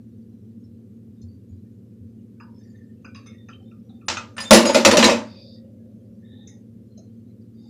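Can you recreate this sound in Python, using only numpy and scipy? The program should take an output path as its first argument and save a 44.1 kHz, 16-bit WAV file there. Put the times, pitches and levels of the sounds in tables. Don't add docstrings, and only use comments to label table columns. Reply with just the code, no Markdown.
import sys
import numpy as np
from scipy import signal
from scipy.fft import rfft, irfft, next_fast_len
from scipy.io import wavfile
from scipy.ndimage import uniform_filter1d

SR = 44100
rng = np.random.default_rng(int(sys.argv[2]) if len(sys.argv) > 2 else 0)


def undo_db(level):
    steps = np.asarray(level, float) / 20
    return 10 ** steps


def inscribe(sig):
    pcm = np.round(np.clip(np.atleast_2d(sig).T, -1, 1) * 32767)
    wavfile.write(sys.argv[1], SR, pcm.astype(np.int16))


N = 339323

# (time [s], peak level [dB], middle modes [dB], rim modes [dB], tail t60 [s])
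PLATE_TAPS = [(1.216, -60.5, 9, 12, 0.15), (2.4, -39.5, -29, -12, 0.21), (3.046, -33.5, -41, -13.5, 0.23),
              (3.147, -38.5, -4, -8, 0.52), (3.261, -44, -1, -1, 0.43), (3.316, -54, -8, -20, 0.54),
              (3.487, -35.5, -18, -10.5, 0.24), (3.532, -44.5, -5, -30, 0.22), (3.713, -50, -19, -11, 0.23),
              (3.894, -50, 4, -16, 0.22), (4.012, -47.5, -23, -28, 0.26), (6.473, -51, 0, 13.5, 0.36),
              (6.486, -72, -13, 5, 0.35), (6.976, -56.5, 1, 10, 0.24)]
# (time [s], peak level [dB], tray boom [dB], brightness [dB], favoured boom pitch [Hz])
SPOON_SLIPS = [
    (4.083, -13.5, -15, -1, 450),
    (4.099, -21, -24, 0, 450),
    (4.17, -25, -19, -5.5, 600),
    (4.366, -36, -7.5, -4.5, 499),
    (4.38, -20.5, -26, -10, 500),
    (4.402, -26, -16.5, -1, 499.2),
    (4.437, -33, -9, -5, 508),
]
# (time [s], peak level [dB], tray boom [dB], brightness [dB], favoured boom pitch [Hz])
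TRAY_BOUNCES = [(4.508, 0.5, 0.5, 0, 306), (4.529, 0, -5.5, 1, 441), (4.545, -4.5, -7, -1, 446.4),
                (4.574, -12, -6, -11.5, 698.3), (4.652, -11.5, -2, -3, 481.2), (4.689, -13, -1.5, -5, 440),
                (4.745, -7, -1, 0.5, 454), (4.764, -14, -1, -8, 282.7), (4.798, -23.5, 4, -6, 329.7),
                (4.849, -1, -7.5, -0.5, 495.4), (4.873, -10.5, 1, -18, 300), (4.912, -6.5, -6, -2.5, 400),
                (4.942, -13.5, 1, -10, 552.3), (4.97, -6.5, -1, 1.5, 300), (4.989, -7, -8.5, -6, 551),
                (5.026, -4.5, -4, -6, 602), (5.041, -6, -10, 0, 299.4), (5.075, -9.5, 0, -11.5, 650),
                (5.094, -10.5, -5.5, -4, 250), (5.119, -23.5, 3.5, -19, 240)]

SHARP_S = 0.0008


def unit(x):
    return x / np.sqrt(np.mean(x ** 2) + 1e-20)


def along(points, hz):
    f, v = np.transpose(points)
    return np.interp(np.log(hz + 1), np.log(f + 1), v)


def coloured(gain, size):
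    m = next_fast_len(size)
    spectrum = rfft(rng.standard_normal(m)) * gain(np.fft.rfftfreq(m, 1 / SR))
    return unit(irfft(spectrum, m)[:size])


def add(track, s, x):
    part = track[round(s * SR):][:len(x)]
    part += x[:len(part)]


def reached(modes, hz, octaves):
    reach_db = 8.5
    nearest = sorted(modes, key=lambda mode: abs(np.log(mode[0] / hz)))
    return [(f, db - reach_db * (np.log2(f / hz) / octaves) ** 2, rest) for f, db, rest in nearest]


def ring(hz, t60, flutter, rate, attack=0.005):
    t = np.arange(SR // 4) / SR
    knots = flutter * rng.standard_normal((2, 120))
    swell, slip = (np.interp(t * rate, np.arange(120), k) for k in knots)
    phase = 2 * np.pi * hz * t
    to_silence = 1 - (t / t[-1]) ** 4
    fade = undo_db(-60 * t / abs(t60)) * (1 - np.exp(-t / attack)) * to_silence
    return ((1 + swell) * np.sin(phase) + slip * np.cos(phase)) * fade


def burst(layers, t60, body, attack=SHARP_S):
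    # (frequency [Hz], tail length factor [1])
    tail_factor = [(300, 1), (1200, 1), (3000, 0.75), (6000, 0.75), (12000, 0.63)]
    t = np.arange(16384) / SR
    noise = sum(undo_db(db) * coloured(lambda hz: body(hz) * undo_db(along(shape, hz)), len(t))
                for shape, db in layers)
    hz, frame, z = signal.stft(noise, SR, nperseg=128)
    decay_s = abs(t60) * along(tail_factor, hz)[:, None]
    tail = signal.istft(z * undo_db(-60 * frame / decay_s), SR, nperseg=128)[1][:len(t)]
    rattle = undo_db(0.4 * np.interp(t * 300, np.arange(160), rng.standard_normal(160)))
    crack = 1.4 * noise * undo_db(-60 * t / 0.021)
    return (tail * rattle + crack) * (1 - np.exp(-t / attack))


def fridge():
    # (frequency [Hz], level [dB])
    hum_lines = [(99.9, -53.5), (114.1, -49), (190.1, -55), (200, -66), (214.2, -59), (228.1, -48),
                 (252.2, -60.5), (266.1, -67.5), (280.3, -60), (342.3, -64.5), (380.2, -66), (499, -69.5)]
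    # (frequency [Hz], level [dB])
    drone_shape = [(30, -39.5), (60, -23.5), (95, -3), (135, -15.5), (170, -10), (222, 0), (290, -13.5),
                   (330, -17.5), (480, -19), (560, -41), (700, -59.5)]
    # (frequency [Hz], level [dB])
    edge_shape = [(400, -29.5), (520, 3), (620, -12), (700, -18), (800, -31), (1000, -53)]
    shut_db, opens_db, opens_per_db, closes_db_per_s = -73.5, -48.5, 0.63, 13
    t = np.arange(N) / SR
    lines = sum(undo_db(db + 1) * np.sin(2 * np.pi * (hz * t + rng.random())) for hz, db in hum_lines)
    step = t[::256]
    opened = [(step > s) * undo_db(opens_db + opens_per_db * db - closes_db_per_s * abs(step - s))
              for s, db, *_ in PLATE_TAPS + SPOON_SLIPS + TRAY_BOUNCES]
    opening = np.interp(t, step, undo_db(shut_db) + np.max(opened, axis=0))
    edge = opening * coloured(lambda hz: undo_db(along(edge_shape, hz)), N)
    return lines + edge + undo_db(-47.5) * coloured(lambda hz: undo_db(along(drone_shape, hz)), N)


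def room_air():
    z = signal.stft(coloured(lambda hz: (hz > 600) / (hz + 9000), N), nperseg=512)[2]
    stir = uniform_filter1d(rng.standard_normal(z.shape), size=2, axis=0)
    stir = uniform_filter1d(stir, size=10, axis=1)
    patchy_air = signal.istft(z * undo_db(3.1 * unit(stir)), nperseg=512)[1][:N]
    return undo_db(-67) * patchy_air


def chimes():
    # (frequency [Hz], level [dB], t60 [s])
    spoon_modes = [(3590, -2.5, 0.52), (4100, 1, 0.15), (4950, 2, 0.27), (6710, 0, .33), (7377, -3, .3),
                   (9020, -4.5, 0.19), (9872, -0.5, 0.2), (13220, -11.5, .25)]
    bowl_modes = [(630, 1.5, 0.27), (770, -1, 0.44), (949, 4, 0.81), (1106, -0.5, 0.35), (1213, 4.5, 0.4),
                  (1345, -0.5, 0.19), (1494, -2, 0.4), (1675, -6, 0.42), (1900, -6.5, 0.63),
                  (2160, -4.5, 0.38), (2400, 1, 0.69), (2530, 3, 0.097), (2770, -3, 0.14), (3090, -4, 0.39)]
    edge_modes = [(4250, -6, 0.25), (4600, -3, 0.51), (4885, 1, 0.17), (5355, -6, 0.16), (5610, -3, 0.17),
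                  (6140, -3, 0.13), (6490, -7, 0.23), (6830, -8, 0.2), (7100, -2, 0.2), (8200, -4, .2),
                  (9300, -3.5, 0.22), (9660, -3.5, 0.58)]
    # (time [s], level [dB], favoured pitch [Hz], reach [octaves])
    spoon_hits = [(2.402, -65, 4950, 0.25), (3.265, -62, 3590, .1), (3.262, -62.5, 9020, .08),
                  (3.38, -64.5, 3590, .1), (3.65, -70, 3590, 0.12), (3.898, -68, 3590, 0.075),
                  (4.171, -67, 3590, 0.1), (4.402, -36.5, 4950, 0.18), (4.402, -36, 9200, .12),
                  (4.427, -43, 6900, .15), (4.447, -36.5, 3590, .1), (4.528, -13.5, 9872, .1),
                  (4.531, -21, 7377, .08), (4.546, -24.5, 13220, 0.13), (4.653, -28, 6710, .15),
                  (4.653, -35, 9872, .1), (4.665, -30, 4950, .15), (4.851, -24.5, 4100, .1),
                  (4.852, -32, 9390, .2), (5.029, -20, 4130, .1), (5.031, -23.5, 7377, .08),
                  (5.045, -27, 4950, .15), (6.977, -64, 4100, .1)]
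    bowl_hits = [(2.401, -60, 1020, 0.18), (2.4, -61, 1268, 0.16), (2.4, -55.5, 1590, .15),
                 (2.402, -56, 2770, 0.069), (3.048, -52.5, 1390, 0.32), (3.047, -63.5, 2400, 0.071),
                 (3.151, -55.5, 1106, 0.066), (3.151, -53.5, 2770, 0.14), (3.265, -53, 2160, 0.077),
                 (3.329, -59.5, 1900, .1), (3.49, -52, 1345, 0.12), (3.525, -53, 3090, 0.21),
                 (3.6, -68.5, 770, .15), (3.713, -60.5, 1345, 0.12), (3.898, -65, 770, 0.12),
                 (4.016, -62, 1345, 0.17), (4.172, -38.5, 1345, 0.14), (4.171, -42, 2577, 0.033),
                 (5.56, -69, 1900, .1), (5.78, -65.5, 1750, 0.095), (6.473, -61, 1980, .25),
                 (6.977, -57, 630, 0.097), (6.977, -66, 1345, .1)]
    edge_hits = [(0.636, -63, 5355, .06), (1.217, -64.5, 4250, 0.1), (1.217, -69, 5610, .05),
                 (1.217, -66, 7100, .05), (1.279, -70, 4600, .05), (1.489, -63.5, 6830, 0.043),
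                 (3.048, -57, 4885, .05), (3.151, -53.5, 4885, 0.079), (3.151, -70, 6140, .06),
                 (3.151, -67, 9300, 0.056), (3.264, -53, 6140, 0.04), (3.49, -60.5, 4750, 0.044),
                 (4.056, -59.5, 9660, 0.073), (4.173, -55, 6140, .06), (6.473, -57, 5500, 0.064),
                 (6.473, -51, 6400, 0.17), (6.486, -70, 9000, 0.22), (6.977, -57, 6490, .05),
                 (6.976, -61, 5610, 0.048)]
    out = np.zeros(N)
    for modes, hits in [(spoon_modes, spoon_hits), (bowl_modes, bowl_hits), (edge_modes, edge_hits)]:
        for s, db, hz, octaves in hits:
            if db > -52:
                ring_share, flutter, rate = 1, 0.42, 90
            else:
                ring_share, flutter, rate = 0.77, 1.1, 190
            add(out, s, sum(undo_db(db + level + 5) * ring(f, t60 * ring_share, flutter, rate)
                            for f, level, t60 in reached(modes, hz, octaves)[:2]))
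    return out


def thuds():
    # (time [s], peak level [dB])
    pushes = [
        (0.679, -46),
        (1.23, -37),
        (1.508, -36.5),
        (2.002, -42.5),
        (3.049, -52),
        (4.09, -40.5),
        (4.505, -32.5),
        (4.856, -31),
        (5.04, -36.5),
    ]
    counter_hz, t60, attack_s = 92.65, 0.35, 0.012
    out = np.zeros(N)
    t = np.arange(SR // 2) / SR
    for s, db in pushes:
        fade = undo_db(db + 8.5 - 60 * t / t60) * (1 - np.exp(-t / attack_s))
        add(out, s, fade * np.sin(2 * np.pi * counter_hz * t))
    return out


def clangs():
    # (frequency [Hz], level [dB], t60 [s])
    handle_modes = [(1010, 0.5, .2), (1170, 0, 0.17), (1280, 0, .12), (1350, 0, 0.16), (1460, 0, .13),
                    (1780, 0, 0.2), (2050, 0.5, 0.17), (2220, 0.5, .12), (2460, 0, 0.14),
                    (2560, -0.5, 0.17), (2630, -0.5, .09), (2720, -0.5, .12), (2980, 0, .2),
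                    (3270, 0.5, 0.15)]
    blade_modes = [(3620, 0.00084, 0.11), (3800, 0.0017, 0.088), (4050, 0.0011, .15), (4400, 0.00042, .1),
                   (4600, 0.00036, .15), (4940, 0.0011, .2), (5500, 0, 0.096), (5800, 0.0017, 0.14),
                   (6280, 0.0004, .12), (6660, 0.00043, .1), (7700, 0, 0.084), (8990, 0.00069, .14),
                   (9872, 0, .25), (13260, 0.00058, .12)]
    # (time [s], level [dB], favoured pitch [Hz], reach [octaves])
    handle_hits = [(4.084, -30, 2620, 0.09), (4.084, -36, 1300, 0.12), (4.169, -31, 2570, 0.089),
                   (4.17, -30, 1384, 0.18), (4.367, -38, 1576, .2), (4.38, -30.5, 1780, .15),
                   (4.379, -37, 2895, .1), (4.509, -13, 2220, .1), (4.512, -14.5, 1409, .15),
                   (4.52, -16, 2700, .08), (4.535, -16.5, 1170, .1), (4.57, -21.5, 2894, .15),
                   (4.746, -22, 2460, .08), (4.746, -21.5, 1350, .1), (4.747, -24.5, 2050, .08),
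                   (4.851, -13.5, 2630, .08), (4.85, -16.5, 2050, .08), (4.851, -15, 1411, .2),
                   (4.935, -20.5, 1010, .1), (4.972, -22.5, 2780, .15), (4.991, -24, 1100, .1),
                   (5.026, -15, 2720, .1), (5.026, -18.5, 3270, .06), (5.03, -22.5, 1780, .1),
                   (5.048, -21.5, 2220, .08), (5.059, -22.5, 1010, .1), (5.094, -22.5, 2560, .08),
                   (5.094, -25, 1780, 0.12), (5.13, -27, 2460, 0.078), (4.851, -19, 1170, .06),
                   (5.028, -16, 1010, .08), (4.599, -23, 1070, 0.12), (5.17, -35, 994, .06),
                   (5.4, -58.5, 993, .06), (3.259, -57, 1350, .1), (3.301, -63, 1350, .1),
                   (3.5, -57, 3100, 0.087), (3.486, -56, 2560, .06), (1.515, -70, 3270, .04)]
    blade_hits = [(4.084, -29, 4320, 0.13), (4.084, -44, 7700, .1), (4.092, -31, 3620, .06),
                  (4.17, -36.5, 6280, 0.053), (4.17, -34.5, 3620, 0.05), (4.335, -67, 6280, .05),
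                  (4.367, -44.5, 8990, 0.04), (4.385, -58, 13260, .05), (4.402, -50, 13260, .05),
                  (4.435, -57, 13260, .05), (4.475, -62, 13260, .05), (4.85, -12.5, 3910, 0.065),
                  (4.85, -12.5, 5800, 0.094), (4.85, -21.5, 8990, .05), (4.856, -18.5, 4600, 0.046),
                  (4.912, -22.5, 5650, 0.07), (4.93, -23, 4400, 0.063), (4.97, -20.5, 5800, 0.088),
                  (4.975, -23.5, 6660, .06), (4.99, -21, 4820, 0.088), (5.026, -18.5, 4000, .06),
                  (5.041, -12, 3920, 0.11), (5.041, -18.5, 5800, .08), (5.041, -22, 8850, 0.034),
                  (5.06, -18.5, 6600, .08), (5.094, -21, 5500, .08), (5.11, -22.5, 3800, 0.054),
                  (1.18, -65.5, 3620, .04), (1.257, -70, 3450, .05), (1.479, -67, 4270, 0.058),
                  (2.585, -65, 6280, 0.051), (2.615, -63, 3630, 0.067), (2.635, -66, 5800, .05),
                  (2.755, -64, 3700, 0.061), (2.77, -69, 6280, .04), (2.825, -67, 4850, .04),
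                  (4.383, -37, 4940, .04), (4.528, -21, 8990, .04), (4.735, -34.5, 9872, .04),
                  (4.925, -33, 9872, .04), (3.483, -59, 4760, .05), (3.38, -68, 5460, .04),
                  (1.52, -69, 4500, .05), (6.43, -67, 6280, 0.07)]
    out = np.zeros(N)
    for modes, hits in [(handle_modes, handle_hits), (blade_modes, blade_hits)]:
        for s, db, hz, octaves in hits:
            add(out, s, sum(undo_db(db + level) * ring(f, t60, flutter=0.42, rate=140, attack=SHARP_S)
                            for f, level, t60 in reached(modes, hz, octaves)[:3]))
    return out


def plate():
    # (frequency [Hz], width [Hz], level [dB])
    resonances = [(1100, 520, -14), (1250, 260, 5), (1740, 400, 7.5), (2060, 170, -12), (2480, 180, -5),
                  (2570, 560, 10.5), (3850, 390, 4.5), (4250, 270, 11), (5120, 120, 8), (5970, 640, 2),
                  (6260, 100, 5.5), (6900, 240, 3.5), (7660, 180, 4)]
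    # (frequency [Hz], level [dB])
    body_shape = [(600, 5), (850, 1), (1700, -10), (2800, -11.5), (3100, -47)]
    middle_shape = [(2900, -24), (3300, 18), (4400, -15), (4700, -37.5)]
    rim_shape = [(4400, -40), (4900, 0.5), (6300, 0), (7400, -6), (9000, -30)]
    out = np.zeros(N)
    for s, db, middle_db, rim_db, t60 in PLATE_TAPS:
        woken = [(c, w, level + rng.normal(0, 4)) for c, w, level in resonances]

        def ceramic(hz):
            peaks = sum(undo_db(level) / (1 + ((hz - c) / (0.5 * w)) ** 4) for c, w, level in woken)
            return 0.066 + 0.12 * (hz < 2900) + peaks

        layers = [(body_shape, 0), (middle_shape, middle_db - 3.5), (rim_shape, rim_db - 0.5)]
        add(out, s, undo_db(db - 12.5) * burst(layers, t60, ceramic))
    return out


def brush():
    # (start [s], length [s], level [dB], favoured pitch [Hz], reach [octaves])
    strokes = [(2.509, 0.52, -68, 1820, 0.3), (2.497, 0.19, -70, 5270, 0.11),
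               (2.578, 0.25, -70, 5700, 0.97), (5.219, 0.39, -53, 4370, 0.33),
               (5.251, 0.21, -64.5, 2490, 0.15), (6.196, 0.27, -64.5, 1850, 0.21),
               (6.224, 0.34, -60.5, 3680, .12), (6.303, 0.31, -71, 830, 0.334),
               (6.866, 0.25, -72.5, 4180, .05), (7.399, 0.069, -71.5, 4010, 0.53),
               (7.497, 0.43, -69.5, 2080, 0.062), (7.525, 0.45, -63, 4530, 0.74),
               (7.58, 0.24, -67.5, 830, 0.3)]
    # (frequency [Hz], level [dB], relative width [1])
    glaze_modes = [(830, -6, 0.047), (1800, 6, 0.03), (2080, 0, 0.022), (2490, -11.5, 0.049),
                   (3680, -1, 0.029), (4180, -36, 0.016), (4720, -2, 0.04), (5270, -6, 0.0078),
                   (6470, -8, 0.033), (7100, -5, 0.029)]
    out = np.zeros(N)
    for start, length, db, pitch_hz, octaves in strokes:
        stirred = reached(glaze_modes, pitch_hz, octaves)
        size = round(length * SR)

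        def glaze(hz):
            return sum(undo_db(level) / (1 + ((hz - c) / (width * c)) ** 2) ** 0.82
                       for c, level, width in stirred)

        z = signal.stft(coloured(glaze, size), nperseg=256)[2]
        grip = uniform_filter1d(rng.standard_normal((129, 256)), size=2, axis=0)
        grip = uniform_filter1d(grip, size=7, axis=1)
        patchy_db = 2 if db > -64 else 4
        rub = signal.istft(z * undo_db(patchy_db * unit(grip))[:, :z.shape[1]], nperseg=256)[1][:size]
        swell = np.sin(np.pi * np.arange(size) / size) ** 0.6
        add(out, start, undo_db(db) * unit(rub) * swell)
    return out


def crash():
    # (frequency [Hz], level [dB], t60 [s])
    tray_modes = [(227.06, 2, 0.44), (270.8, -5, 0.45), (339.4, -2.5, .33), (384.4, -13.5, 0.47),
                  (483.9, -2.5, 0.36), (550.2, 4, 0.23), (607, 1.5, 0.44), (651.6, 1.5, 0.15),
                  (787, -8, 0.31), (886, -5.5, 0.45), (957, -10.5, 0.27), (1161, -8.5, 0.18)]
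    # (frequency [Hz], level [dB])
    knock_shape = [(500, -18), (900, -1), (1500, -4), (2800, -2.5), (4000, -9.5), (6000, -37.5)]
    clink_shape = [(2500, -30), (3800, 1), (5500, 1), (7500, -3.5), (9500, -28), (12000, -54)]
    sizzle_shape = [(7000, -32), (8800, 5), (10200, -3.5), (11200, -7.5), (13300, -8.5), (14200, -12),
                    (14600, -59.5)]
    slide_shape = [(7000, -25), (8800, 6), (10100, 0.5), (10700, -40), (12700, -40), (13300, -14),
                   (14100, -16), (14600, -59)]
    released_s, landed_s = 4.3, TRAY_BOUNCES[0][0]
    out = np.zeros(N)
    for s, db, boom_db, bright_db, boom_hz in SPOON_SLIPS + TRAY_BOUNCES:
        comb = rng.standard_normal(260)

        def cutlery(hz):
            return undo_db(2.3 * np.interp(hz / 70, np.arange(260), comb))

        if s < released_s:
            top_shape, top_db = sizzle_shape, -26
        elif s < landed_s:
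            top_shape, top_db = slide_shape, -6
        else:
            top_shape, top_db = sizzle_shape, -14
        hard = db > 0
        top_db += 1.3 * bright_db + 5.5 * hard
        t60 = 0.33 if hard else 0.38
        glancing = s > landed_s and db < -6.5
        layers = [(knock_shape, 0), (clink_shape, bright_db), (top_shape, top_db)]
        add(out, s, undo_db(db - 12) * burst(layers, t60, cutlery, 0.003 if glancing else SHARP_S))
        boom = sum(undo_db(level + rng.normal(0, 2.4)) * ring(hz, life, flutter=0.98, rate=70)
                   for hz, level, life in sorted(reached(tray_modes, boom_hz, 1.96)))
        add(out, s, undo_db(db + boom_db - 10) * boom)
    return out


def scene():
    steady = fridge() + room_air()
    contacts = chimes() + thuds() + clangs() + plate() + brush() + crash()
    return (steady + contacts)[None]


def band_limit(x):
    return signal.sosfilt(signal.butter(12, 15590, fs=SR, output="sos"), x)


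def record(dry):
    # (frequency [Hz], threshold [dB])
    gate_threshold = [(650, -110), (900, -83.5), (2000, -87.5), (6000, -92), (9500, -91), (10700, -80.5),
                      (11600, -89), (12500, -82.5), (13300, -90.5)]
    # (frequency [Hz], level [dB])
    hiss_shape = [(400, -21.5), (700, -1.5), (1100, 0), (2000, -3.5), (5000, -7), (10000, -9),
                  (14000, -7.5), (15400, -28)]
    hz, _, z = signal.stft(dry, SR, nperseg=512, noverlap=384)
    power = abs(z) ** 2
    held = np.maximum(signal.lfilter([0.12], [1, -0.88], power, axis=2), 0.15 * power)
    threshold = undo_db(2 * along(gate_threshold, hz))[:, None]
    keep = np.clip(1 - threshold / (held + 1e-20), 0, 1) ** 4.3
    band = (hz < 14300)[:, None]
    x = signal.istft(z * keep * band, SR, nperseg=512, noverlap=384)[1][:, :N]
    x = x + undo_db(-76.5) * coloured(lambda hz: undo_db(along(hiss_shape, hz)), N)
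    x = x / (1 + abs(x / 1.02) ** 30) ** (1 / 30)
    return band_limit(x)


dry = scene()
out = record(dry)
inscribe(out)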